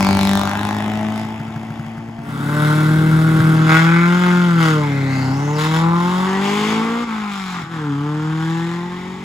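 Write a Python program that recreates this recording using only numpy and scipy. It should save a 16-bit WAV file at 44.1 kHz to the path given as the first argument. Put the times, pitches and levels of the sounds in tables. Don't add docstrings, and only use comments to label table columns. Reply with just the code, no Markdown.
import sys
import numpy as np
from scipy import signal
from scipy.fft import rfft, irfft
from scipy.io import wavfile
from scipy.ndimage import uniform_filter1d

SR = 44100
rng = np.random.default_rng(int(sys.argv[2]) if len(sys.argv) > 2 else 0)


def amplitude_ratio(level_db):
    exponent = np.asarray(level_db, float) / 20
    return 10 ** exponent


def unload_audio(sound):
    columns = np.transpose(np.atleast_2d(sound))
    steps = np.round(np.clip(columns, -1, 1) * 32767)
    wavfile.write(sys.argv[1], SR, steps.astype(np.int16))


N = 407476

# start_s, end_s
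FADE_S = [2.2, 2.74]
# start_s, hold_s, fizz_db
BAY = [
    (2.2, 1.304, 7.5),
]


def evened(x):
    return x / np.sqrt(np.mean(x ** 2) + 1e-20)


def steadied(x):
    return x / np.sqrt(abs(uniform_filter1d(x ** 2, size=6000)) + 1e-12)


def wander(size):
    once = uniform_filter1d(rng.standard_normal(N), size=size)
    return evened(uniform_filter1d(once, size=size))


def read(points, hz):
    f, value = np.transpose(points)
    return np.interp(np.log(hz + 1), np.log(f + 1), value)


def columns(rows):
    s, *values = np.transpose(rows)
    return [np.interp(np.arange(N) / SR, s, v) for v in values]


def swell(rows, rise_s, fall_s):
    t = np.arange(N) / SR
    total = 0
    for start_s, hold_s, *values in rows:
        rise = np.clip((t - start_s) / rise_s, 0, 1)
        fall = np.exp(-np.maximum(t - start_s - rise_s - hold_s, 0) / fall_s)
        total = total + np.outer(values, rise * fall)
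    return total


def colour(x, points, lo_hz, hi_hz, steep=3):
    hz = abs(np.fft.fftfreq(8192, 1 / SR)) + 1
    edges = (1 + (lo_hz / hz) ** steep) * (1 + (hz / hi_hz) ** steep)
    log_gain = np.log(amplitude_ratio(read(points, hz)) / edges + 1e-6)
    taps = np.fft.ifft(np.exp(np.conj(signal.hilbert(log_gain)))).real[:2048]
    return signal.oaconvolve(x, taps)[:N]


def resonate(x, hz, width):
    turn = np.exp(2j * np.pi * np.cumsum(hz) / SR)
    r = np.exp(-np.pi * width / SR)
    return 2 * (turn * signal.lfilter([1 - r], [1, -r], x / turn)).real


def ports(x, lead, tilt):
    hz, z = np.fft.rfftfreq(N, 1 / SR), rfft(x)
    half = np.exp(.5j * read(lead, hz)) * amplitude_ratio(read(tilt, hz) / 2)
    return np.array([irfft(z * half, N), irfft(z / half, N)])


def exhaust_note(hz, turns, whole_db, uneven_db, odd, far):
    # pitch_hz, level_db_per_hz
    boom = [(60, -41.5), (110, -8), (200, -4.5), (330, -7.5), (450, -9)]
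    low = np.zeros(N)
    for k, db in enumerate(whole_db, 1):
        low += amplitude_ratio(db + .5 * k * wander(size=2500)) * np.cos(k * (2 * np.pi * turns + 0.16) - .6)
    for k, db in odd:
        phase = 2 * np.pi * (k * turns + rng.random())
        low += amplitude_ratio(uneven_db + db + 1.6 * wander(size=900)) * np.cos(phase)
    shaking = evened(colour(rng.standard_normal(N), boom, lo_hz=87, hi_hz=475, steep=5.9))
    return low + amplitude_ratio(uneven_db - 5.5 - 2.3 * far) * shaking


def firing_bursts(hz, turns, late, imbalance, rough, cylinders_db, scatter_db, burst_s, bed):
    firing = np.round(turns + late).astype(int)
    since = turns + late - firing
    apart = np.where(since < 0, -since * 0.6, since)
    scatter = scatter_db * rng.standard_normal(N)[firing]
    size = amplitude_ratio(imbalance * np.take(cylinders_db, firing % 4) + scatter)
    clicks = steadied(size * (np.diff(np.sign(since), prepend=1) > 0))
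    puff_shape = size * np.exp(-apart / hz / burst_s) + bed * rough
    puffs = steadied(puff_shape * rng.standard_normal(N))
    return size, clicks, puffs


def tailpipe_rasp(drive, pipes, far, ringing, lift, low_peak_hz, middle_peak_hz, ring):
    rasp = np.zeros(N)
    for share, pipe in zip((1 - far, far), pipes):
        rasp += share * evened(colour(drive, pipe, lo_hz=460, hi_hz=2700, steep=6.53))
    rasp = rasp + ringing * resonate(rasp, middle_peak_hz, width=330)
    rasp = rasp - lift * resonate(rasp, np.full(N, 540.), width=262)
    low_peak = resonate(resonate(rasp, low_peak_hz, width=540), low_peak_hz, width=520)
    return steadied(rasp + ring * low_peak)


def gas_hiss(clicks, puffs, rough, pipe, high_peak_hz):
    t = np.arange(N) / SR
    hiss = colour((1 - rough) * clicks + 3.02 * rough * puffs, pipe, lo_hz=2890, hi_hz=8750)
    hiss = hiss + .2 * np.interp(t - 2 / high_peak_hz, t, hiss)
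    return steadied(hiss + 1.4 * resonate(hiss, high_peak_hz, width=800))


def engine(hz, drive_table, silencer, stabs, path, odd, pipes, far, habits, heard, cylinders_db, hiss_db, fizz_db,
           scatter_db, burst_s, start, late, bed, ring):
    # start_s, hold_s, level_db
    cuts = [
        (7.045, 0.0031, -9),
        (7.62, 0.067, -8),
    ]
    # start_s, hold_s, share
    coasting = [
        (7.03, 0.55, 1),
    ]
    behind_db = [-0.5, 4.5, -3.5, -7.5]
    t = np.arange(N) / SR
    level_db, facing, lumpy_db = columns(drive_table)
    low_peak_hz, middle_peak_hz, high_peak_hz = columns(path)
    stab_db, bright_db, stab_ring = swell(stabs, rise_s=0.047, fall_s=0.044)
    standing_db = -1.6 * swell(BAY, rise_s=.01, fall_s=0.9)[0] * (t > 2.3)
    lift = swell(coasting, rise_s=0.017, fall_s=0.023)[0]
    level_db = level_db + swell(cuts, rise_s=0.01, fall_s=0.018)[0]

    whole_db = []
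    for k, db in enumerate(behind_db, 1):
        order_db = level_db + read(silencer[k > 2], k * hz) + far * db
        if k == 3:
            order_db = order_db + standing_db
        if k > 1:
            order_db = order_db - 14.5 * lift + 0.37 * stab_db
        whole_db.append(order_db)
    uneven_db = level_db + lumpy_db
    rasp_db = level_db - 14 + 15 * facing + stab_db
    hiss_db = rasp_db + hiss_db + bright_db - 0.53 * far

    rough, imbalance, ringing = (near + (away - near) * far for near, away in habits)
    imbalance = imbalance + 2.9 * lift
    ringing = ringing + stab_ring + .8 * lift
    rough = np.clip(rough + .016 * (lumpy_db + 20) - .01 * stab_db, 0, 1)

    turns = start + np.cumsum(hz * (1 + .0015 * wander(size=300))) / SR
    low = exhaust_note(hz, turns, whole_db, uneven_db, odd, far)
    size, clicks, puffs = firing_bursts(
        hz, turns, late, imbalance, rough, cylinders_db, scatter_db, burst_s, bed)
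    drive = ((1 - rough) * clicks + rough * puffs) / size ** .35
    rasp = tailpipe_rasp(drive, pipes, far, ringing, lift, low_peak_hz, middle_peak_hz, ring)
    hiss = gas_hiss(clicks, puffs, rough, pipes[1], high_peak_hz)
    jet = (puffs + 1.4 * (1 - rough) * clicks) * heard
    sound = (np.sqrt(2) * low + amplitude_ratio(rasp_db) * rasp + amplitude_ratio(hiss_db) * hiss) * heard
    return sound, jet, amplitude_ratio(hiss_db + fizz_db - 2.8 * far) * heard


def leaving_car():
    # time_s, firings_hz
    speed = [(0, 195), (.3, 196.5), (.5, 201), (.7, 208), (.9, 213), (1.2, 218), (2.74, 233)]
    # time_s, level_db, tailpipe_facing (0-1), lumpy_running_db
    load = [(0, -15, 0.73, -10.5), (.2, -15, 0.54, -12), (.35, -15, 0.5, -16), (.54, -25.5, 1.08, -5),
            (1.08, -21.5, .4, -9.5), (1.38, -30, 0.55, -5.5), (1.9, -32, 0.56, -7), (2.1, -33.5, 0.4, -3),
            (2.4, -31.5, 0.45, -20)]
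    # pitch_hz, gain_db
    silencer = [
        [(190, -1), (240, 1), (400, -15), (470, -29.5)],
        [(600, -20.5), (700, -2.5), (900, -55)],
    ]
    # start_s, hold_s, rasp_db, extra_hiss_db, tailpipe_ring (0-3)
    stabs = [
        (-.06, 0.18, -1.1, 3.5, 0.13),
        (0.165, 0.19, -1.5, 7, .1),
        (0.597, 0.0077, -1.5, 4, .1),
        (1.125, 0.014, 2, 4.5, .1),
    ]
    # time_s, low_hz (road echo), middle_hz (tailpipe ring), high_hz (road echo)
    path = [(0, 970, 2270, 5050), (.25, 850, 2260, 3650), (.4, 900, 1310, 3840), (.9, 840, 2040, 3520),
            (2.74, 844, 1960, 3170)]
    # multiple_of_firing_rate, level_db
    odd = [(.25, -41.5), (.5, 1), (.75, -12.5), (1.25, -9), (1.5, -7.5), (1.75, -22)]
    # pitch_hz, level_db_per_hz
    pipe = [(280, 25), (480, -19), (579, -8.5), (683, -9), (742, -7), (939, -11.5), (1280, -10),
            (2090, -14.5), (2840, -12), (3590, -6.5), (8000, -11.5), (10400, -124), (17600, -120)]
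    # start_s, end_s
    recede_s = [.4, 1.8]
    habits = [
        (.17, .45),
        (1.8, .7),
        (1.6, 1.1),
    ]
    cylinders_db = [-1, 1, 9.5, -10]
    t = np.arange(N) / SR
    return engine(
        columns(speed)[0], load, silencer, stabs, path, odd, (pipe, pipe),
        np.interp(t, recede_s, [0, 1]), habits, np.clip((FADE_S[1] - t) / 0.25, 0, 1), cylinders_db,
        hiss_db=-16, fizz_db=-2.5, scatter_db=.7, burst_s=.0011, start=.45, late=.15, bed=.9, ring=1.5)


def walls(x):
    # pitch_hz, t60_s, level_db
    stone = [(400, .3, -5), (1200, .3, -6), (2500, .3, -3), (5000, .25, 1)]
    taps = np.zeros((2, SR // 2))
    at = np.arange(120, SR // 2 - 20, 20) + rng.integers(0, 20, (2, (SR // 2 - 121) // 20))
    np.put_along_axis(taps, at, rng.choice([-1., 1.], at.shape), 1)
    hz, t, z = signal.stft(taps, SR, nperseg=256)
    t60 = read([(f, s) for f, s, _ in stone], hz)[:, None]
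    db = read([(f, level) for f, _, level in stone], hz)[:, None]
    decay = amplitude_ratio(db - 60 * t / t60) / np.sqrt(t60)
    tail = signal.istft(z * decay * (hz > 400)[:, None], SR, nperseg=256)[1]
    return signal.oaconvolve(x[None], .08 * tail, axes=1)[:, :N]


def rumble():
    # pitch_hz, level_db_per_hz
    spectrum = [(12, -1), (25, -23), (50, -13.5), (80, -1), (120, -5)]
    # start_s, hold_s, level_db
    gusts = [
        (-.2, .3, 19.5),
        (2.8, .4, 14.5),
        (4.5, .02, 3),
        (5.5, .2, 9.5),
        (8.8, 0.016, 3),
    ]
    shared, left, right = rng.standard_normal((3, N))
    noise = [colour(shared + 0.25 * side, spectrum, lo_hz=5.9, hi_hz=132) for side in (left, right)]
    return amplitude_ratio(-50 + swell(gusts, rise_s=0.18, fall_s=0.58)[0]) * evened(np.array(noise))


def pops():
    # start_s, peak_db
    backfires = [(1.243, -28), (1.398, -22.5), (1.477, -26), (1.56, -22), (1.629, -29), (1.702, -23.5),
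                 (1.793, -23), (1.861, -26.5), (1.976, -26), (2.084, -29), (2.187, -26.5), (2.289, -30),
                 (3.128, -17), (3.401, -9.5), (3.699, -26), (7.633, -24)]
    t, out = np.arange(2600) / SR, np.zeros(N)
    thump = np.sin(2 * np.pi * 145 * t) * t / 0.013 * np.exp(1 - t / 0.0069)
    crack = resonate(rng.standard_normal(2600), np.full(2600, 1400.), width=535)
    crack = crack * np.exp(-abs(t - .004) / .004)
    for s, db in backfires:
        out[round(s * SR)] = amplitude_ratio(db + 8.5)
    return signal.oaconvolve(out, thump + amplitude_ratio(-7.5) * crack)[:N]


def launching_car(far):
    # time_s, firings_hz
    speed = [(2.38, 141.2), (2.56, 149.1), (2.96, 156.3), (3.25, 159.3), (3.7, 158.4), (4.2, 179),
             (4.45, 176), (4.93, 139.4), (5.1, 134.1), (5.28, 130.6), (5.44, 144.1), (6.38, 194),
             (6.95, 232.8), (7.04, 238.2), (7.1, 222.7), (7.94, 139.5), (8.08, 149.2), (9.24, 188.5)]
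    # time_s, level_db, tailpipe_facing (0-1), lumpy_running_db
    load = [(2.25, -31, 0.42, -4), (2.64, -15.5, 0.45, -13), (3.0, -14, 0.06, -13.5),
            (3.6, -12.5, 0.1, -13.5), (3.84, -13, 0.49, -23), (4.48, -13.5, 0.2, -23),
            (4.96, -19.5, 0.25, -13), (5.3, -19, .25, -10.5), (5.58, -20.5, 0.39, -16),
            (5.86, -15.5, 0.35, -21), (6.3, -19, 0.65, -17.5), (6.74, -18.5, 0.6, -10),
            (7.0, -21, 0.59, -15), (7.45, -25.5, 0.56, -24), (7.62, -30.5, 1.09, -5),
            (7.9, -22.5, 0.22, -19), (8.52, -20.5, 0.28, -21.5), (9.24, -32, 0.59, -6.5)]
    # pitch_hz, gain_db
    silencer = [
        [(130, -1), (165, 1), (193, -1), (235, 0), (320, -9), (400, -12.5), (470, -17)],
        [ (400, -21.5), (452, -6), (490, -21), (540, -32), (600, -16.5), (650, -33.5)],
    ]
    # start_s, hold_s, rasp_db, extra_hiss_db, tailpipe_ring (0-3 and above)
    stabs = [(3.37, 0.0055, 1.67, -1, .1), (3.658, 0.061, 8.3, -1.5, 3), (3.85, .15, 0.51, -3.3, 4.9),
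             (4.2, 0.041, 3.9, -2.5, .5), (4.57, 0.094, 6.6, 3, .1), (4.8, .3, .1, 0.6, 5.3),
             (5.08, 0.12, 1.2, 2, .1), (5.55, 0.054, 3.2, 8, .5), (5.7, 0.023, 3.9, 3, 0.092),
             (5.8, 0.09, 2.6, -8, .1), (6.4, 0.27, 0.17, 6, 0.95), (7.28, 0.2, 0.51, 5.5, .1),
             (8.36, 0.35, 0.47, 2.5, .1), (8.9, .3, .1, 2.6, 2.5)]
    # time_s, low_hz (road echo), middle_hz (tailpipe ring), high_hz (road echo)
    path = [(2.2, 1430, 2094, 3450), (2.7, 1530, 2150, 3640), (4.702, 1450, 2170, 3270),
            (4.95, 513, 2100, 3670), (5.3, 740, 1990, 4920), (5.52, 875, 2010, 6800),
            (5.6, 990, 2100, 3540), (5.9, 949.7, 1220, 3660), (6.5, 1040, 2072, 3190),
            (7.5, 1243, 2200, 3650), (8.0, 1021, 1199, 3280), (8.7, 1021, 1798, 3597),
            (9.24, 1010, 2060, 3443)]
    # multiple_of_firing_rate, level_db
    odd = [(.5, -18), (.75, -2.5), (1.25, -1), (1.5, -6.5), (1.751, -8), (2.25, -9)]
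    # pitch_hz, level_db_per_hz
    pipe_side = [(280, 18), (480, 0), (629, -2.5), (716, -6.5), (787, 2.5), (1060, 2), (1470, 1),
                 (1790, -13.5), (2070, -6), (2580, -7.5), (3390, -97), (8000, -93), (10400, -96),
                 (17600, -120)]
    # pitch_hz, level_db_per_hz
    pipe_behind = [(300, -8.5), (480, 10), (600, -5), (800, 11), (1000, 5.5), (1500, 5.5), (2100, -3),
                   (2600, -10), (3300, -17.5), (5700, -24), (8000, -20), (10400, -49)]
    habits = [
        (.36, .39),
        (1.9, 2.4),
        (.5, 2.3),
    ]
    cylinders_db = [-1.84, -2.5, -3, -6.5]
    t = np.arange(N) / SR
    flywheel_s, catch_s, catch_width_s, catch_hz = .04, 7.68, 0.058, 14
    u = (t - catch_s) / catch_width_s
    hz = uniform_filter1d(columns(speed)[0], size=round(flywheel_s * SR)) + catch_hz * u * np.exp(-u ** 2)
    sound, jet, fizz_level = engine(
        hz, load, silencer, stabs, path, odd, (pipe_side, pipe_behind), far, habits,
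        np.clip((t - FADE_S[0]) / 0.093, 0, 1), cylinders_db,
        hiss_db=-10, fizz_db=-11.5, scatter_db=.8, burst_s=.0019, start=0, late=.55, bed=1.1, ring=1.4)
    return sound, jet, fizz_level * amplitude_ratio(swell(BAY, rise_s=0.035, fall_s=0.046)[0])


def jet_fizz(jet, level):
    # pitch_hz, level_db_per_hz
    spectrum = [(6000, -36), (8000, 9.5), (11000, -1), (14000, -0.5), (15800, -7)]
    return level * steadied(colour(jet, spectrum, lo_hz=6440, hi_hz=18600))


def scene():
    turn_s = [6.3, 6.27]
    # pitch_hz, lead_rad
    lead_first = [(250, 0), (1300, .2), (2300, 1.7), (4400, .6)]
    # pitch_hz, lead_rad
    lead_near = [(250, -.2), (800, -.9), (1800, -1.6), (2400, -.3)]
    # pitch_hz, lead_rad
    lead_far = [(250, 0), (1300, .9), (2500, .5), (6000, .3)]
    # pitch_hz, tilt_db
    tilt_first = [(100, 0.86), (1000, 3.4), (5000, 5.6)]
    # pitch_hz, tilt_db
    tilt_second = [(100, 2.05), (1000, 0.54), (5000, 8.3)]
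    far = np.interp(np.arange(N) / SR, turn_s, [0, 1])
    first, first_jet, first_fizz = leaving_car()
    second, second_jet, second_fizz = launching_car(far)
    direct = ports(first + pops(), lead_first, tilt_first)
    direct = direct + ports(second * (1 - far), lead_near, tilt_second)
    direct = direct + ports(second * far, lead_far, tilt_second)
    fizz = jet_fizz(first_jet + second_jet, first_fizz + second_fizz)
    return amplitude_ratio(-0.43) * direct + walls(first + second) + rumble() + fizz


def top_cut(x):
    return signal.sosfilt(signal.butter(12, 16860, fs=SR, output="sos"), x)


def record(dry):
    # pitch_hz, half_cycles
    top_turn = [(7300, 0), (8650, -1), (9550, -1), (10450, -2), (11700, -2), (12600, -3), (13750, -3),
                (14600, -4)]
    hz, z = np.fft.rfftfreq(N, 1 / SR), rfft(dry)
    shared = np.clip((hz - 6000) / 1000, 0, 1)
    half = np.exp(.5j * np.pi * np.interp(hz, *np.transpose(top_turn)))
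    top = z.mean(0) * np.array([half, 1 / half])
    heard = irfft(((1 - shared) * z + shared * top) * (hz < 15900), N)
    heard = .97 * np.tanh(abs(heard / .97) ** 3) ** (1 / 3) * np.sign(heard)
    return top_cut(heard)


dry = scene()
out = record(dry)
unload_audio(out)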